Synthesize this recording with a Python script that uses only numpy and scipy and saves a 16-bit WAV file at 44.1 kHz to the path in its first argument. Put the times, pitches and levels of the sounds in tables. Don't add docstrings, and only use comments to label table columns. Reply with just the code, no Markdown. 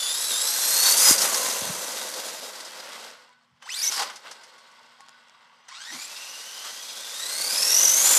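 import sys
import numpy as np
from scipy import signal
from scipy.fft import rfft, irfft, next_fast_len
from scipy.io import wavfile
from scipy.ndimage import uniform_filter1d

SR = 44100
rng = np.random.default_rng(int(sys.argv[2]) if len(sys.argv) > 2 else 0)


def unload_audio(sound):
    columns = np.transpose(np.atleast_2d(sound))
    steps = np.round(np.clip(columns, -1, 1) * 32767)
    wavfile.write(sys.argv[1], SR, steps.astype(np.int16))


N = 360738
TIME = np.arange(N) / SR

# (time [s], speed [m/s])
SPEED = [(0, 5.88), (1.1, 7.6), (1.5, 6.74), (2.45, 4.75), (2.7, 3.64), (3.05, 3.5), (3.2, 1.86),
         (3.36, 0.73), (3.6, 0.7), (3.85, 6.73), (4.02, 4.33), (4.15, 2.5), (4.6, 1.59), (5.3, 1),
         (5.7, 0.86), (6, 3.6), (7.05, 4.38), (7.4, 6.14), (8.18, 8.55)]
# (start [s], end [s], load on the gears [0 = none, about 1 = full],
# whine level at the reference remoteness and mesh rate [dB], ease in and out [s])
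THROTTLE = [(-.1, .945, .86, -27.8, .011), (.965, 1.145, 0.8, -29, .014), (3.655, 3.899, 1.2, -30, .004),
            (3.917, 4.039, 1.2, -30.5, .011), (5.689, 6.06, 1.2, -37.5, .014),
            (6.06, 7.18, 0.95, -39.5, .04), (7.17, 8.3, 0.76, -32.3, .05)]
# (frequency [Hz], level [dB])
CLATTER_TONE = [(400, -35), (620, -9), (760, -3.5), (860, 1), (1020, 1.5), (1280, 0), (1530, 1.5),
                (1750, -3.5), (2020, 0.5), (2400, -7), (3200, -2.5), (6000, -38.5)]


def amp(db):
    return 10 ** (np.asarray(db) / 20)


def unit(x):
    return x / np.sqrt(np.mean(x ** 2) + 1e-20)


def colour(x, points):
    hz, db = np.transpose(points)
    size = next_fast_len(len(x) + 2048)
    f = np.fft.rfftfreq(size, 1 / SR)
    gain = amp(np.interp(np.log(f + 1), np.log(hz), db))
    return irfft(rfft(x, size) * gain, size)[:len(x)]


def wander(count, hz):
    steps = np.arange(count) * hz / SR
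    knots = rng.standard_normal(count // 16 + 4)
    at, part = np.divmod(np.minimum(steps, len(knots) - 2), 1)
    at = at.astype(int)
    turn = part * np.pi / 2
    return knots[at] * np.cos(turn) ** 2 + knots[at + 1] * np.sin(turn) ** 2


def curve(points):
    return np.interp(TIME, *np.transpose(points))


def held(start, end, ease):
    return (np.tanh((TIME - start) / ease) - np.tanh((TIME - end) / ease)) / 2


def humps(rows):
    return sum(height * np.exp(-((TIME - s) / length) ** 2) for s, length, height in rows)


def add(mix, s, sound):
    part = mix[round(s * SR):][:len(sound)]
    part += sound[:len(part)]


def remoteness():
    # (time [s], how far off it sounds [metres as a loose scale])
    far_off = [(0, 8), (.6, 5.5), (1.1, 2.54), (1.6, 5.74), (2.5, 7.6), (3.5, 11.9), (5.6, 5.8), (7, 10.1),
               (7.6, 5.87), (8.18, 4.36)]
    reference = 4
    return np.log2(np.maximum(curve(far_off), 1) / reference)


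def street():
    # (frequency [Hz], level [dB])
    town_tone = [(30, -30), (70, -19.5), (130, 4.5), (230, 1), (330, -13.5), (600, -16.5), (1000, 6.5),
                 (2500, -25.5), (6000, -25.5), (12000, -26.5), (15000, -36.5)]
    hum_hz, hum_db = 240, -79
    hum = np.sqrt(2) * amp(hum_db + wander(N, hz=7.1)) * np.sin(2 * np.pi * hum_hz * TIME)
    town = amp(-73.5) * unit(colour(rng.standard_normal(N), town_tone))
    return town + hum


def echo(x, t60, delay):
    t = TIME[:SR]
    reflections = rng.standard_normal(SR) * (rng.random(SR) < 1500 / SR)
    taps = reflections * (t > delay) * amp(-60 * t / t60)
    tail = signal.fftconvolve(x, taps / np.linalg.norm(taps))[:N]
    return colour(tail, [(150, -4.5), (1000, 0.0), (4500, -3.0), (7000, -22.5), (14000, -29.5)])


def swell(s, db, length, hz, spread):
    t = TIME[:SR // 3] - 1 / 6
    pitch = hz * np.exp(spread * np.tanh(wander(len(t), hz=hz)))
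    turns = np.cumsum(pitch) / SR
    return s + t[0], amp(db) * np.exp(-(t / length) ** 2) * np.sin(2 * np.pi * turns)


def swells():
    # (time [s], level [dB], length [s], centre [Hz])
    thuds = [(1.111, -18.5, 0.0029, 235.3), (1.1, -45, 0.032, 162.5), (1.622, -34, 0.0066, 188),
             (1.67, -46, 0.025, 148), (1.703, -30.5, 0.0088, 194), (3.53, -62, 0.023, 151),
             (4.007, -36.5, 0.035, 1094), (4.013, -29.5, 0.024, 789), (4.019, -42, 0.024, 498),
             (4.08, -42, 0.037, 1014), (5.95, -46, 0.032, 280)]
    # (time [s], level [dB], centre [Hz], length [s])
    squeaks = [(3.305, -56, 994, .02), (3.329, -64, 2200, .012), (3.352, -73, 4380, 0.021),
               (3.365, -60, 1504, 0.031), (3.422, -71, 4380, 0.017), (3.787, -39.5, 2340, .016),
               (3.843, -33.5, 2230, 0.011), (3.885, -37, 2190, .014), (4.395, -54, 1560, .022),
               (4.44, -55, 2090, 0.0094), (5.005, -53, 804, .012), (5.03, -51, 1105, 0.027),
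               (5.165, -58.5, 1485, 0.065), (5.35, -57.5, 1160, .015), (5.53, -55, 1135, .014)]
    thud_width_hz = 88
    squeak_spread = 0.034
    out = np.zeros(N)
    for s, db, length, hz in thuds:
        add(out, *swell(s, db, length, hz, thud_width_hz / hz))
    for s, db, hz, length in squeaks:
        add(out, *swell(s, db, length, hz, squeak_spread))
    return out


def blow(db, body_db, rise, t60):
    # (frequency [Hz], level [dB])
    knock_tone = [(300, -57), (900, -6), (2000, -14), (3200, -3.5), (5000, 9), (7000, 1.5), (10000, -3.5),
                  (15000, -29)]
    t = TIME[:SR // 5]
    rattle, body = rng.standard_normal((2, len(t)))
    fade = (1 - np.exp(-(t / rise) ** 2)) * amp(-60 * t / t60)
    return amp(db) * fade * (unit(colour(rattle, knock_tone)) + amp(body_db) * unit(colour(body, CLATTER_TONE)))


def knocks():
    # (time [s], level [dB], body near 1 kHz against the treble [dB])
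    chassis_hits = [(1.177, -16, -21), (1.215, -13.5, -29), (1.34, -18, -13), (1.495, -22.5, -20),
                    (2.135, -27, -9), (2.279, -27.5, -7.5), (2.554, -36, -7), (2.601, -32.5, -12),
                    (2.646, -32.5, -14), (3.62, -46, 6), (3.916, -22.5, -7.5), (3.936, -27, -10),
                    (3.959, -25, -12), (3.992, -21.5, -2), (4.017, -24.5, -0.5), (4.095, -38, 7),
                    (4.155, -35, -8), (4.309, -33, -4.5), (4.432, -42.5, -5), (4.578, -49, -2),
                    (4.71, -53, -4), (5.003, -51, -7), (5.681, -43.5, 1), (6.645, -42.5, 6),
                    (6.688, -40.5, -3)]
    # (time [s], level [dB])
    grit = [(3.103, -35), (3.292, -49), (3.917, -33), (3.978, -22), (5.006, -38), (5.063, -46),
            (5.085, -38.5), (5.092, -37), (5.284, -49), (5.296, -44.5)]
    out = np.zeros(N)
    for s, db, body_db in chassis_hits:
        add(out, s, blow(db, body_db, rise=0.0038, t60=0.088))
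    for s, db in grit:
        add(out, s, blow(db, body_db=0, rise=0.00048, t60=0.0085))
    return out


def resonate(x, hz, width):
    b, a = signal.iirpeak(hz, hz / width, SR)
    return signal.lfilter(b, a, signal.lfilter(b, a, x))


def controller():
    # (frequency [Hz], level [dB])
    stall_tones = [(3050, -52), (6100, -54)]
    stall_s, stall_length_s = 3.652, .026
    tones = sum(amp(db) * np.sin(2 * np.pi * hz * TIME) for hz, db in stall_tones)
    song = np.exp(-((TIME - stall_s) / stall_length_s) ** 2) * tones
    buzz = unit(resonate(rng.standard_normal(N), hz=6010, width=230))
    buzz_gain = held(start=6.1, end=7.7, ease=.3) * amp(-49.5 + 3.5 * wander(N, hz=70))
    return song + buzz_gain * buzz


def ringing(speed, modes, steady):
    rattles_per_m, rattle_s = 30, .006
    per_sample = rattles_per_m * speed / SR
    chinks = rng.exponential(1, N) * (rng.random(N) < per_sample) / per_sample
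    keep = np.exp(-1 / (rattle_s * SR))
    rattle = np.sqrt(steady + signal.lfilter([1 - keep], [1, -keep], chinks))
    out = np.zeros(N)
    for hz, width, db in modes:
        mode = resonate(rattle * rng.standard_normal(N), hz, width)
        out += amp(db) * unit(mode * amp(2.5 * wander(N, hz=14)))
    return out


def trundling():
    # (start [s], end [s], gain at 1 m/s [dB])
    slack_spells = [(2.7, 3.3, -65.5), (4.2, 5.68, -66.5)]
    # (frequency [Hz], width of each filter pass [Hz], level [dB])
    slack_rings = [(925, 110, -1), (1110, 90, -2), (1480, 90, -2), (2060, 240, -5), (2740, 240, -7),
                   (3370, 280, -7), (3830, 260, -8), (4360, 300, -9), (4900, 400, -8)]
    speed = np.maximum(curve(SPEED), .1)
    slack = sum(amp(db) * held(start, end, ease=.08) for start, end, db in slack_spells)
    return slack * np.sqrt(speed) * ringing(speed, slack_rings, steady=3)


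def grains(spectrum, per_s, share, spread_db):
    size = amp(spread_db * np.minimum(rng.exponential(1, N), 4)) * rng.choice([-1, 1], N)
    ticks = unit(size * (rng.random(N) < per_s / SR))
    wash = rng.standard_normal(N)
    return unit(colour(np.sqrt(share) * ticks + np.sqrt(1 - share) * wash, spectrum))


def rolling():
    # (frequency [Hz], level [dB])
    drone_tone = [(30, -36.5), (70, -46), (120, -26), (210, -7.5), (290, -7.5), (370, -6), (450, -1),
                  (520, 5), (640, 1), (900, -6.5), (1500, -29)]
    rasp_tone = [(1500, -46), (2400, -5), (3000, -8.5), (3700, -1), (4300, 1.5), (5100, 1), (5600, 0.5),
                 (6400, -6), (7000, -7), (8500, -9), (13000, -42)]
    spray_tone = [(3500, -42.5), (6000, 3.5), (7800, 0.5), (9000, -0.5), (11000, -2), (12500, -3),
                  (14000, -11.5), (15300, -26)]
    # (frequency [Hz], width of each filter pass [Hz], level against the rasp [dB])
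    rings = [(1555, 120, -15.5), (1940, 200, -16), (2320, 180, -20), (2740, 230, -15.5), (3350, 260, -11.5),
             (3740, 300, -10), (4280, 330, -10.5), (4930, 380, -9), (6950, 400, -17), (8050, 700, -13)]
    # (level at the reference speed and remoteness [dB],
    # rise per doubling of speed [dB], loss per doubling of remoteness [dB], rise per unit of gear load [dB],
    # share of a bump's dB)
    drone_law = (-35.5, 12, 2.5, -7, 1)
    clatter_law = (-33.5, 7.5, 6, -1, 1.61)
    rasp_law = (-32, 11.5, 3, 3, 0.72)
    spray_law = (-24, 18.5, 6.5, 4, 0.58)
    # (time [s], length [s], level [dB])
    bumps = [(.69, 0.068, 0.5), (.865, 0.037, 3.5), (1.08, 0.051, 2.5), (1.25, 0.021, 3.5),
             (2.92, 0.21, 3.5), (4.01, 0.079, 8.5), (4.21, 0.036, -5.5), (4.27, 0.04, 7.5),
             (5.945, 0.028, 4.5), (6.672, 0.044, 4), (8.13, 0.081, 3)]
    # (time [s], length [s], level [dB])
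    hops = [(1.174, 0.019, -6), (1.201, 0.0052, -5), (3.907, 0.008, 0)]
    # (time [s], length [s], level [dB])
    wheelie = (3.87, 0.13, -5)
    reference_speed = 8
    launch_db, launch_speed = 14.5, 1.6
    steadying = .25

    speed = np.maximum(curve(SPEED), .1)
    load = sum(share * held(start, end, ease) for start, end, share, _, ease in THROTTLE)
    controls = np.array([np.ones(N), np.log2(speed / reference_speed), -remoteness(), load, humps(bumps)])
    levels = np.array([drone_law, clatter_law, rasp_law, spray_law]) @ controls + humps(hops)
    drone_db, clatter_db, rasp_db, spray_db = levels
    launch_gain_db = launch_db * load / (1 + (speed / launch_speed) ** 4)
    jolt, chatter = wander(N, hz=45.66), wander(N, hz=319.0)
    lurch_db = 0.61 * wander(N, hz=8.9) / (1 + (speed / 3) ** 2)
    shake_db = 1.2 * (1 - steadying * load) * (jolt + chatter) + lurch_db

    tread = grains(drone_tone, per_s=300, share=0.62, spread_db=-0.5)
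    body = grains(CLATTER_TONE, per_s=700, share=0.22, spread_db=4.0)
    backlash = grains(rasp_tone, per_s=1800, share=0.14, spread_db=8.5) + ringing(speed, rings, steady=.4)
    water = grains(spray_tone, per_s=4200, share=0.24, spread_db=7.0)
    drone = amp(drone_db + humps([wheelie]) + 1.8 * jolt) * tread
    clatter = amp(clatter_db + 0.44 * launch_gain_db + 0.584 * shake_db) * body
    rasp = amp(rasp_db + launch_gain_db + shake_db) * backlash
    spray = amp(spray_db + shake_db) * water
    return drone + clatter + rasp + spray


def whine(pitch, drive, partials, wobble, throb, jitter, rough, teeth_per_wheel,
          snatch=((0, 1), (9, 1)), stutter=0, patchy_db=2):
    # (frequency [Hz], level [dB])
    gearbox = [(1000, 4.5), (1400, 3), (1750, -1), (1910, 14), (2080, 2), (2300, -3), (2500, 1), (2800, 2),
               (3200, 0), (3520, 5), (3850, 2), (4120, -3), (4500, 3.5), (4750, 1), (5050, 5), (5400, 7),
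               (5950, 13), (6450, 8), (6900, 5), (7600, 10), (9000, 0)]
    reference_mesh_hz, db_per_octave = 4000, 5.5
    pinion_teeth, spur_teeth = 7, 26

    running = (TIME >= pitch[0][0]) & (TIME <= pitch[-1][0]) & (drive > drive.max() / 100)
    hz, flutter, count = curve(pitch)[running], curve(snatch)[running], running.sum()
    heard_drive = (drive / 2 ** remoteness())[running]
    gain = heard_drive * amp(db_per_octave * np.log2(hz / reference_mesh_hz))

    wheel = 2 * np.pi * np.cumsum(hz * (1 + .05 * wander(count, hz=12))) / SR / teeth_per_wheel
    load = .5 * np.sin(wheel) - np.sin(2 * wheel) + .25 * np.sin(4 * wheel)
    bent_hz = hz * (1 + wobble * flutter * load + jitter * wander(count, hz=262.4))
    mesh = 2 * np.pi * np.cumsum(bent_hz) / SR

    out = np.zeros(count)
    for multiple, partial_db, width, coupling in partials:
        partial_hz = multiple * hz
        gearbox_db = coupling * np.interp(partial_hz, *np.transpose(gearbox))
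        blur = np.cumsum(rng.standard_normal(count) * np.sqrt(2 * np.pi * width * partial_hz / SR))
        blur = uniform_filter1d(blur, size=28)
        air_db = -np.maximum(partial_hz - 11000, 0) / 400
        sway_db = patchy_db * wander(count, hz=45)
        out += amp(partial_db + air_db + sway_db + gearbox_db) * np.cos(multiple * mesh + blur)

    pinion = 1 + 0.25 * np.cos(mesh / pinion_teeth + wander(count, hz=87.7))
    bursts = throb * (np.cos(2 * wheel) - .35 * np.cos(4 * wheel))
    spur = stutter * flutter * np.cos(mesh / spur_teeth + wander(count, hz=60))
    grip = unit(pinion * np.exp(bursts + spur + rough * wander(count, hz=507.0)))
    sound = np.zeros(N)
    soft_ends = signal.windows.tukey(count, 300 / count)
    sound[running] = np.sqrt(2) * gain * out * grip * soft_ends
    return sound


def motor():
    # (time [s], mesh rate [Hz])
    fly_by = [(0, 3525), (.08, 3460), (.19, 3850), (.25, 4020), (.3, 3880), (.345, 3570), (.37, 3750),
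              (.56, 4220), (.6, 4070), (.78, 4280), (.85, 4520), (.88, 4400), (.98, 4680), (1.056, 5050),
              (1.11, 5040), (1.17, 4700)]
    coast = [(1.28, 4460), (1.38, 4200), (1.6, 3975), (2.1, 3720)]
    flip = [(3.655, 750), (3.668, 870), (3.69, 1750), (3.705, 2500), (3.72, 2950), (3.733, 3080),
            (3.748, 3800), (3.762, 4100), (3.79, 5085), (3.807, 4350), (3.835, 5900), (3.846, 6300),
            (3.862, 5300), (3.872, 5850), (3.893, 6130), (3.902, 5400), (3.96, 5150), (4.04, 4300)]
    way_back = [(5.68, 2200), (5.69, 1950), (5.705, 830), (5.72, 1070), (5.745, 1110), (5.775, 1370),
                (5.875, 1850), (5.915, 1930), (5.97, 2250), (6.05, 2480), (6.2, 2730), (6.6, 3020),
                (7.12, 3540), (7.5, 4780), (7.8, 5950), (7.91, 6100), (8.02, 6560), (8.055, 7080),
                (8.18, 7200)]
    # (multiple of the mesh rate, level [dB],
    # width [share of the partial's frequency], coupling to the gearbox [0-1])
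    loaded = [(.33, -21, .05, 0), (.43, -17, .035, 0), (.86, -16, .04, 0), (1, -2.2, .005, 1),
              (1.15, -10, .04, 0), (1.35, -3.5, .06, 0), (2, -3, .016, .25), (2.8, -1, .026, 0)]
    freewheel = [(.25, 1, 0.0406, 0), (.68, -8, .015, 0), (1, -3, 0.051, 0), (1.56, 3.5, 0.0318, 0),
                 (2.251, -1, .1, 0)]
    spinning_up = [(.36, -15, .02, 0), (.485, -15, .04, 0), (1, 2, .006, 1), (2, -2, .012, .6),
                   (3, -7.5, .014, .6), (4, -14, .02, .6)]
    skidding = [(.2, -8, .025, 0), (.6, -8, .04, 0), (1, 0, .03, 0)]
    launching = [(1, -4, .01, 1), (2, -2, .014, .3), (3, -3, .008, .6), (4, -9, .014, .7),
                 (5, -15, .03, .7), (6, -21, .03, .7)]
    cruising = [(1, -.8, .028, 1), (2, -9, .04, .4), (3, -13, .04, 0)]
    pulling = [(.345, -15, .014, .25), (.485, -9, .015, .25), (1, 2, .01, .92), (1.15, -12, .04, 0),
               (1.48, -7, .06, 0), (2, -.5, .012, 0), (2.48, -9, .025, 0), (3, -11, .02, 0)]
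    # (time [s], length [s], level [dB])
    dips = [(.2, .045, -3), (.58, .045, -5)]
    # (time [s], flutter [factor])
    snatch = [(7.1, .45), (7.5, .7), (7.65, 1.1), (7.78, 1.2), (7.87, .8), (7.92, .35), (8.18, .5)]

    presses = [amp(db) * held(start, end, ease) for start, end, _, db, ease in THROTTLE]
    race, sprint, spin_up, skid, restart, cruise, approach = presses
    peak_s, peak_db, rise_db_per_s, fade_db_per_s = 1.376, -37.5, 74.5, 21
    since = TIME - peak_s
    overrun = amp(peak_db + np.minimum(rise_db_per_s * since, -fade_db_per_s * since))

    out = whine(fly_by, (race + sprint) * amp(humps(dips)), loaded, wobble=.006, throb=.18,
                jitter=.007, rough=.28, teeth_per_wheel=255, patchy_db=2.2)
    out += whine(coast, overrun, freewheel, wobble=.005, throb=.3,
                 jitter=.004, rough=.3, teeth_per_wheel=215)
    out += whine(flip, spin_up, spinning_up, wobble=.007, throb=.3,
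                 jitter=.013, rough=.3, teeth_per_wheel=130, stutter=.25, patchy_db=1.5)
    out += whine(flip, skid, skidding, wobble=.01, throb=.3,
                 jitter=.015, rough=.4, teeth_per_wheel=255)
    out += whine(way_back, restart, launching, wobble=.015, throb=.25,
                 jitter=.013, rough=.35, teeth_per_wheel=130, patchy_db=3)
    out += whine(way_back, cruise, cruising, wobble=.018, throb=.35,
                 jitter=.016, rough=.35, teeth_per_wheel=255)
    out += whine(way_back, approach, pulling, wobble=.026, throb=.55,
                 jitter=.014, rough=.25, teeth_per_wheel=262, snatch=snatch, stutter=.5, patchy_db=1)
    no_bass = signal.butter(N=3, Wn=600, btype="high", fs=SR, output="sos")
    return signal.sosfilt(no_bass, out)


def scene():
    truck = swells() + knocks() + controller() + trundling() + rolling() + motor()
    mix = street() + amp(-11.5) * echo(truck, t60=.7, delay=0.02) + truck
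    return np.tile(mix, (2, 1))


def record(dry):
    wind_filter = signal.butter(N=3, Wn=85, btype="high", fs=SR, output="sos")
    thin = signal.sosfilt(wind_filter, dry)
    rounded = thin / (1 + (thin / .72) ** 4) ** .25
    band_limit = signal.firwin(801, 15350, window=("kaiser", 9), fs=SR)
    return signal.oaconvolve(rounded, band_limit[None], "same", axes=1)


dry = scene()
out = record(dry)
unload_audio(out)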